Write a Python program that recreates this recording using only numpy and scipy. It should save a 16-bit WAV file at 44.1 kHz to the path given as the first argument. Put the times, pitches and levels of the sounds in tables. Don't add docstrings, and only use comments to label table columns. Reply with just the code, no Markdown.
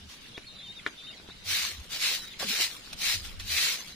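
import sys
import numpy as np
from scipy import signal
from scipy.fft import rfft, irfft
from scipy.io import wavfile
from scipy.ndimage import uniform_filter1d

SR = 44100
rng = np.random.default_rng(int(sys.argv[2]) if len(sys.argv) > 2 else 0)


def transcribe(signal):
    frames = np.atleast_2d(signal).T
    limited = np.clip(frames, -1, 1)
    pcm = np.round(limited * 32767).astype(np.int16)
    wavfile.write(sys.argv[1], SR, pcm)


def voltage_ratio(level):
    return 10 ** (np.asarray(level, float) / 20)


N = 174195


def evened(x):
    return x / np.sqrt(np.mean(x ** 2) + 1e-20)


def read(points, hz):
    f, value = np.transpose(points)
    return np.interp(np.log(hz + 1), np.log(f + 1), value)


def add(mix, s, sound):
    part = mix[round(s * SR):][:len(sound)]
    part += sound[:len(part)]


def slow(per_s):
    t = np.arange(N // 64 + 2) * 64 / SR
    rates = np.geomspace(per_s / 8, per_s, 20)
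    drift = sum(np.sin(2 * np.pi * (f * t + rng.random())) / np.sqrt(f) for f in rates)
    return np.interp(np.arange(N) / SR, t, evened(drift))


def spread(a, b, colour, same, patchy_db, lean=((1, 0), (2, 0)), late_s=0):
    hz, _, z = signal.stft(np.array([a, b]), SR, nperseg=512, noverlap=384)
    shared = np.clip(read(same, hz), -1, 1)[:, None]
    patches = uniform_filter1d(rng.standard_normal(z.shape[1:]), 4, axis=0)
    patches = evened(uniform_filter1d(patches, 14, axis=1))
    tilt = voltage_ratio(read(lean, hz) / 2)[:, None]
    delay = np.exp(-2j * np.pi * hz * late_s)[:, None]
    left = z[0] * tilt
    right = (shared * z[0] + np.sqrt(1 - shared ** 2) * z[1]) / tilt * delay
    gain = voltage_ratio(read(colour, hz)[:, None] + patchy_db * patches)
    pair = signal.istft(np.array([left, right]) * gain, SR, nperseg=512, noverlap=384)[1]
    return evened(pair[:, :N])


def yard():
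    # frequency in Hz, level in dB per Hz.
    colour = [(200, -4), (350, -8.5), (900, -14), (3800, -5.5), (5200, -12), (8200, -20), (10500, -20.5),
              (12000, -31), (15700, -28)]
    # frequency in Hz, left-right likeness from 0 to 1.
    likeness = [(60, 0.55), (180, 0.71), (550, 0.32), (1650, 0.01), (4970, 0.087), (15000, 0.01)]
    level = voltage_ratio(-50 + 0.51 * slow(4.14))
    return level * spread(*rng.standard_normal((2, N)), colour, likeness, 2.9)


def wind():
    # frequency in Hz, level in dB per Hz.
    colour = [(8.8, -47), (15, -1), (81, -7), (124, -12.5), (201, -1.5), (280, -21.5), (400, -16.5),
              (520, -48), (880, -120)]
    hz = np.fft.rfftfreq(N, 1 / SR)
    a, b = irfft(rfft(rng.standard_normal((2, N))) * voltage_ratio(read(colour, hz)) * (hz > 12), N)
    gap = 0.14
    level_db = -64.5 + 6.5 * np.arange(N) / N + 2.5 * slow(9.2)
    return voltage_ratio(level_db) * evened(np.array([a + gap * b, a - gap * b]))


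def buffet():
    # time in seconds, level in dB.
    pushes = [(0, -67), (1.3, -78), (1.8, -59.5), (2.7, -69), (3.05, -53), (3.45, -44.5), (3.7, -80),
              (3.95, -72)]
    hz = np.fft.rfftfreq(N, 1 / SR)
    z = rfft(rng.standard_normal((2, N))) * np.exp(-((hz - 28.) / 38.0) ** 2)
    level_db = np.interp(np.arange(N) / SR, *np.transpose(pushes))
    return voltage_ratio(level_db) * evened(irfft(z, N))


def waver_tone(t, pitch, db, edge, drift, waver, flutter_db):
    wobble, flutter = (drift[k:][:len(t)] for k in rng.integers(0, N // 2, size=2))
    phase = 2 * np.pi * np.cumsum(pitch * (1 + waver * wobble)) / SR
    return np.sqrt(2) * voltage_ratio(db + flutter_db * flutter) * edge * np.sin(phase)


def glides(rows, edge_s, waver, flutter_db, per_s):
    out, drift = np.zeros(N), slow(per_s)
    for s, length, from_hz, to_hz, db in rows:
        t = np.arange(0, length + edge_s, 1 / SR)
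        pitch = from_hz + (to_hz - from_hz) * np.sin(np.pi / 2 * np.minimum(t / length, 1)) ** 2
        edge = np.clip(np.minimum(t, length + edge_s - t) / edge_s, 0, 1)
        add(out, s, waver_tone(t, pitch, db, edge, drift, waver, flutter_db))
    return out


def thrums():
    # start in seconds, length in seconds, from Hz, to Hz, level in dB.
    gusts = [
        (0, 0.1, 81, 74, -55),
        (1.45, 0.087, 100, 86.4, -50),
        (1.61, 0.048, 81, 75.5, -56.5),
        (1.71, 0.062, 93, 79, -52),
        (1.775, 0.039, 77.5, 64, -42),
        (3.14, 0.046, 102, 88, -43.5),
        (3.2, 0.083, 78.5, 65, -48.5),
        (3.36, 0.1, 79, 99, -49),
        (3.48, 0.086, 90, 71.6, -46.5),
    ]
    return glides(gusts, 0.014, waver=0.014, flutter_db=0.5, per_s=50.0)


def whistles():
    # start in seconds, length in seconds, from Hz, to Hz, level in dB.
    notes_sung = [
        (.265, .035, 4500, 3800, -56),
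        (.443, 0.0098, 2190, 2630, -54),
        (.572, 0.016, 2960, 2170, -70),
        (.79, .011, 2770, 2020, -43),
        (1.125, 0.019, 2840, 3370, -50.5),
        (1.13, .022, 2300, 1960, -53),
        (1.275, .026, 3250, 3810, -54.5),
        (1.303, 0.024, 3590, 4030, -53),
        (2.335, 0.012, 2600, 2050, -49),
        (3.92, 0.018, 4020, 4100, -46.5),
    ]
    return glides(notes_sung, 0.0019, waver=0.0045, flutter_db=2.5, per_s=37.0)


def phrases():
    # time in seconds, pitch in Hz, level in dB.
    songs = [
        [(.325, 4300, -56), (.338, 3650, -51), (.348, 3330, -44), (.361, 3260, -46), (.375, 4100, -52)],
        [(.465, 4500, -56), (.485, 4130, -51), (.55, 4030, -52), (.615, 3930, -52), (.635, 3900, -61),
         (.75, 4100, -61)],
        [(.452, 3200, -58), (.47, 3750, -54), (.6, 3650, -56), (.63, 3630, -49), (.69, 3650, -47),
         (.75, 3800, -49), (.78, 3700, -47), (.795, 3480, -49), (.807, 3050, -54)],
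        [(.585, 3420, -54), (.65, 3280, -53), (.67, 3120, -53), (.686, 2800, -56)],
        [(.98, 3950, -60), (1.05, 3920, -57), (1.11, 3880, -60), (1.15, 3800, -62)],
        [(.975, 3570, -52), (1.04, 3600, -47), (1.08, 3680, -50), (1.115, 3700, -50), (1.145, 3600, -60)],
        [(1.066, 2450, -51), (1.074, 2950, -47), (1.082, 3200, -46), (1.092, 2980, -49), (1.104, 2730, -47),
         (1.115, 2780, -49), (1.124, 3600, -55)],
        [(2.15, 4050, -48), (2.21, 3930, -46), (2.295, 3794, -47), (2.345, 3360, -50)],
    ]
    out, drift = np.zeros(N), slow(70.)
    edge_s = 0.0027
    for rows in songs:
        s, hz, db = np.transpose(rows)
        t = np.arange(s[0], s[-1], 1 / SR)
        pitch = uniform_filter1d(np.interp(t, s, hz), size=200, mode="nearest")
        edge = np.clip(np.minimum(t - s[0], s[-1] - t) / edge_s, 0, 1)
        tone = waver_tone(t, pitch, np.interp(t, s, db), edge, drift, waver=0.0077, flutter_db=3.5)
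        add(out, s[0], tone)
    return out


def echoes(x):
    t = np.arange(6000) / SR
    t60 = 0.092
    hit = (rng.random((2, 6000)) < .04) * (t > .002)
    taps = rng.standard_normal((2, 6000)) * hit * voltage_ratio(-60 * t / t60)
    return voltage_ratio(-5.5) * signal.fftconvolve(x, taps / np.linalg.norm(taps[0]), axes=1)[:, :N]


def plank():
    # start in seconds, mode in Hz, level in dB, t60 in seconds.
    knocks = [(2.403, 607, -38, 0.066), (2.408, 208, -42, 0.072), (2.41, 854, -40, .04),
              (2.415, 1085, -33, .04), (2.422, 760, -33, 0.037), (2.424, 1137, -37, 0.058),
              (2.428, 546, -28.5, 0.056), (2.442, 423, -44.5, 0.099), (2.444, 224, -34, 0.1),
              (2.472, 196, -34, 0.091), (2.499, 228, -33.5, 0.077), (2.53, 437, -37, 0.042),
              (2.597, 725, -34, 0.037), (2.601, 353, -32.5, 0.032)]
    out, t = np.zeros(N), np.arange(6000) / SR
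    rise_s = 0.0021
    for s, hz, db, t60 in knocks:
        add(out, s, voltage_ratio(db - 60 * t / t60) * (1 - np.exp(-t / rise_s)) * np.sin(2 * np.pi * hz * t))
    return out


def sandals():
    # start in seconds, click level in dB, click pitch in Hz, thud level in dB, rattle level in dB.
    slaps = [(.3725, -44, 3400, -60, -46), (.3784, -28.5, 2300, -28, -47), (.3797, -35, 750, -45, -60),
             (.3855, -48, 6000, -50, -48), (.8638, -13.5, 1750, -27, -46), (.8657, -27, 2300, -40, -44),
             (.8705, -32, 800, -34, -40), (.8738, -30, 3300, -50, -43), (1.199, -44, 1200, -43, -58),
             (1.288, -48, 1000, -35, -54), (1.2985, -39, 1500, -46, -50), (2.4268, -29, 950, -45, -55),
             (2.861, -37, 4200, -60, -60), (2.875, -40, 1500, -46, -62), (2.929, -33, 4500, -60, -50),
             (3.3985, -34, 3200, -60, -46)]
    click_s, crack_s, thud_s, rattle_t60 = .0015, .0015, 0.0019, 0.067
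    out, t = np.zeros(N), np.arange(4000) / SR
    grit_band = signal.butter(2, [500, 4200], "band", fs=SR, output="sos")
    for s, click_db, hz, thud_db, rattle_db in slaps:
        wave = np.sin(2 * np.pi * hz * t) - .25 * np.cos(4.2 * np.pi * hz * t)
        click = -wave * np.sin(np.pi * np.minimum(t / click_s, 1))
        thud = np.sin(2 * np.pi * 342 * t) * np.exp(-t / thud_s)
        grit = rng.standard_normal(4000) * (0.37 + (rng.random(4000) < .03) * 2.6)
        grit = evened(signal.sosfilt(grit_band, grit))
        crack = signal.lfilter([0.22, 0.25, -0.095, -0.11], 1, rng.standard_normal(4000))
        crack = voltage_ratio(-23) * crack * np.exp(-t / crack_s)
        rattle = voltage_ratio(rattle_db - 60 * t / rattle_t60) * grit
        add(out, s, voltage_ratio(click_db) * (click + crack) + voltage_ratio(thud_db) * thud + rattle)
    return out


def ticks(per_s, size_db):
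    size = voltage_ratio(size_db * np.minimum(rng.exponential(1, (2, N)), 5)) * rng.standard_normal((2, N))
    return size * (rng.random((2, N)) < per_s / SR)


def stroke(start, rise, hold, release):
    t = np.arange(N) / SR - start
    up = np.sin(np.pi / 2 * np.clip(t / rise, 0, 1)) ** 2
    return up * np.exp(-2 * (np.maximum(t - rise - hold, 0) / release) ** 2)


def broom():
    # start, rise, hold and release in seconds, level in dB.
    sweeps = [
        (1.425, 0.098, 0.066, 0.15, -26.5),
        (1.959, 0.082, 0.038, 0.11, -25),
        (2.416, 0.12, 0.074, 0.099, -26),
        (2.943, 0.14, 0.03, 0.078, -25.5),
        (3.429, 0.14, 0.11, 0.1, -24),
    ]
    # start, rise, hold and release in seconds, level in dB.
    bites = [
        (1.53, 0.016, 0.018, 0.049, -40),
        (2.019, 0.0092, 0.0073, 0.018, -49.5),
        (2.123, 0.021, 0.011, 0.04, -34.5),
        (2.48, 0.021, 0.0042, 0.013, -52),
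        (2.592, 0.021, 0.013, 0.031, -33.5),
        (3.026, 0.019, .01, 0.031, -41),
        (3.09, .01, 0.0092, 0.018, -48),
        (3.502, 0.014, 0.0074, 0.012, -41),
        (3.64, 0.011, 0.0063, 0.011, -49),
    ]
    # start, rise, hold and release in seconds, level in dB.
    landings = [(.002, 0.009, 0.069, 0.025, -78), (0.077, 0.026, 0.019, 0.077, -45.5),
                (0.2, 0.016, 0.066, 0.02, -54), (1.884, 0.048, 0.027, 0.047, -33),
                (2.385, 0.02, 0.022, 0.053, -31), (2.836, 0.012, 0.057, 0.038, -50),
                (2.928, .003, .001, .004, -36), (2.931, .002, .006, .008, -42),
                (3.232, 0.012, 0.018, 0.04, -42), (3.394, 0.0052, 0.0064, 0.033, -38),
                (3.427, 0.017, 0.024, 0.04, -46), (3.884, 0.016, 0.013, 0.02, -48)]
    # frequency in Hz, level in dB per Hz.
    scrape_colour = [(180, -58), (300, -32.5), (1110, -21.5), (2230, -5.5), (3310, -7), (3980, -2.5),
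                     (8380, -13.5), (14500, -19), (15700, -11.5)]
    land_colour = [(180, -24.5), (300, -18), (810, -19.5), (1470, -13.5), (4250, -6), (7580, -14),
                   (12500, -21.5), (15700, -20.5)]
    # frequency in Hz, left-right likeness from 0 to 1.
    likeness = [(60, 0.85), (300, 0.66), (1500, 0.65), (5000, 0.094), (15000, 0.15)]
    # frequency in Hz, left minus right in dB.
    side_lean = [(60, -5), (240, 2.5), (950, 1), (3770, 0.5), (15000, 2.5)]
    late_s = 6e-5

    t = np.arange(N) / SR
    sweep = sum(voltage_ratio(db) * stroke(s, r, h, f) for s, r, h, f, db in [*sweeps, *bites])
    sweep = sweep * voltage_ratio(.8 * slow(30.))
    land = sum(voltage_ratio(db) * stroke(s, r, h, f) for s, r, h, f, db in landings)
    roll = 0
    for s, r, h, f, db in sweeps:
        since = np.maximum(t - s - r - h - f / 2, 0)
        roll = roll + stroke(s, r + h, 9, 1) * voltage_ratio(db - 10 - 85 * since)
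    roll = roll * voltage_ratio(1.66 * slow(40.))

    scrape = spread(*ticks(14000., size_db=0.7), scrape_colour, likeness, 1.38, side_lean, late_s)
    body = signal.sosfiltfilt(signal.butter(2, 2840, fs=SR, output="sos"), scrape)
    pressure = np.max([stroke(*row[:4]) for row in sweeps], axis=0)
    scrape = scrape - (1 - pressure ** 0.59) * body
    landing = spread(*ticks(9000., size_db=2.0), land_colour, likeness, 1.9, side_lean, late_s)
    grit = spread(*ticks(3000., size_db=-1.0), land_colour, likeness, 3.8, side_lean, late_s)
    return sweep * scrape + land * landing + roll * grit


def scene():
    near = (sandals() + plank()) * voltage_ratio([[.6], [-.6]])
    birds = (phrases() + whistles()) * voltage_ratio([[-1.5], [-2.]])
    returns = echoes(near + voltage_ratio(-2) * birds)
    air = yard() + wind() + buffet() + thrums()
    return air + birds + returns + near + broom()


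def low_pass(x):
    return signal.sosfilt(signal.butter(12, 15870, fs=SR, output="sos"), x)


def record(dry):
    # frequency in Hz, strip level against its neighbours in dB below which it is dropped.
    mask = [(1200, -30), (2600, -3), (5000, -.6), (15000, .6)]
    hz, _, z = signal.stft(dry, SR, nperseg=2048, noverlap=1536)
    dip = 1 - .6 * np.exp(-((hz - 8050) / 220) ** 2)
    colour = dip * (hz < 15450)
    level_db = uniform_filter1d(20 * np.log10(abs(z).mean(0) + 1e-9), size=3, axis=1)
    strip = uniform_filter1d(level_db, size=3, axis=0)
    around = uniform_filter1d(level_db, size=71, axis=0)
    holes = voltage_ratio(-24 * (strip < around + read(mask, hz)[:, None]))
    clean = signal.istft(z * holes * colour[:, None], SR, nperseg=2048, noverlap=1536)[1][:, :N]
    return low_pass(clean)


dry = scene()
out = record(dry)
transcribe(out)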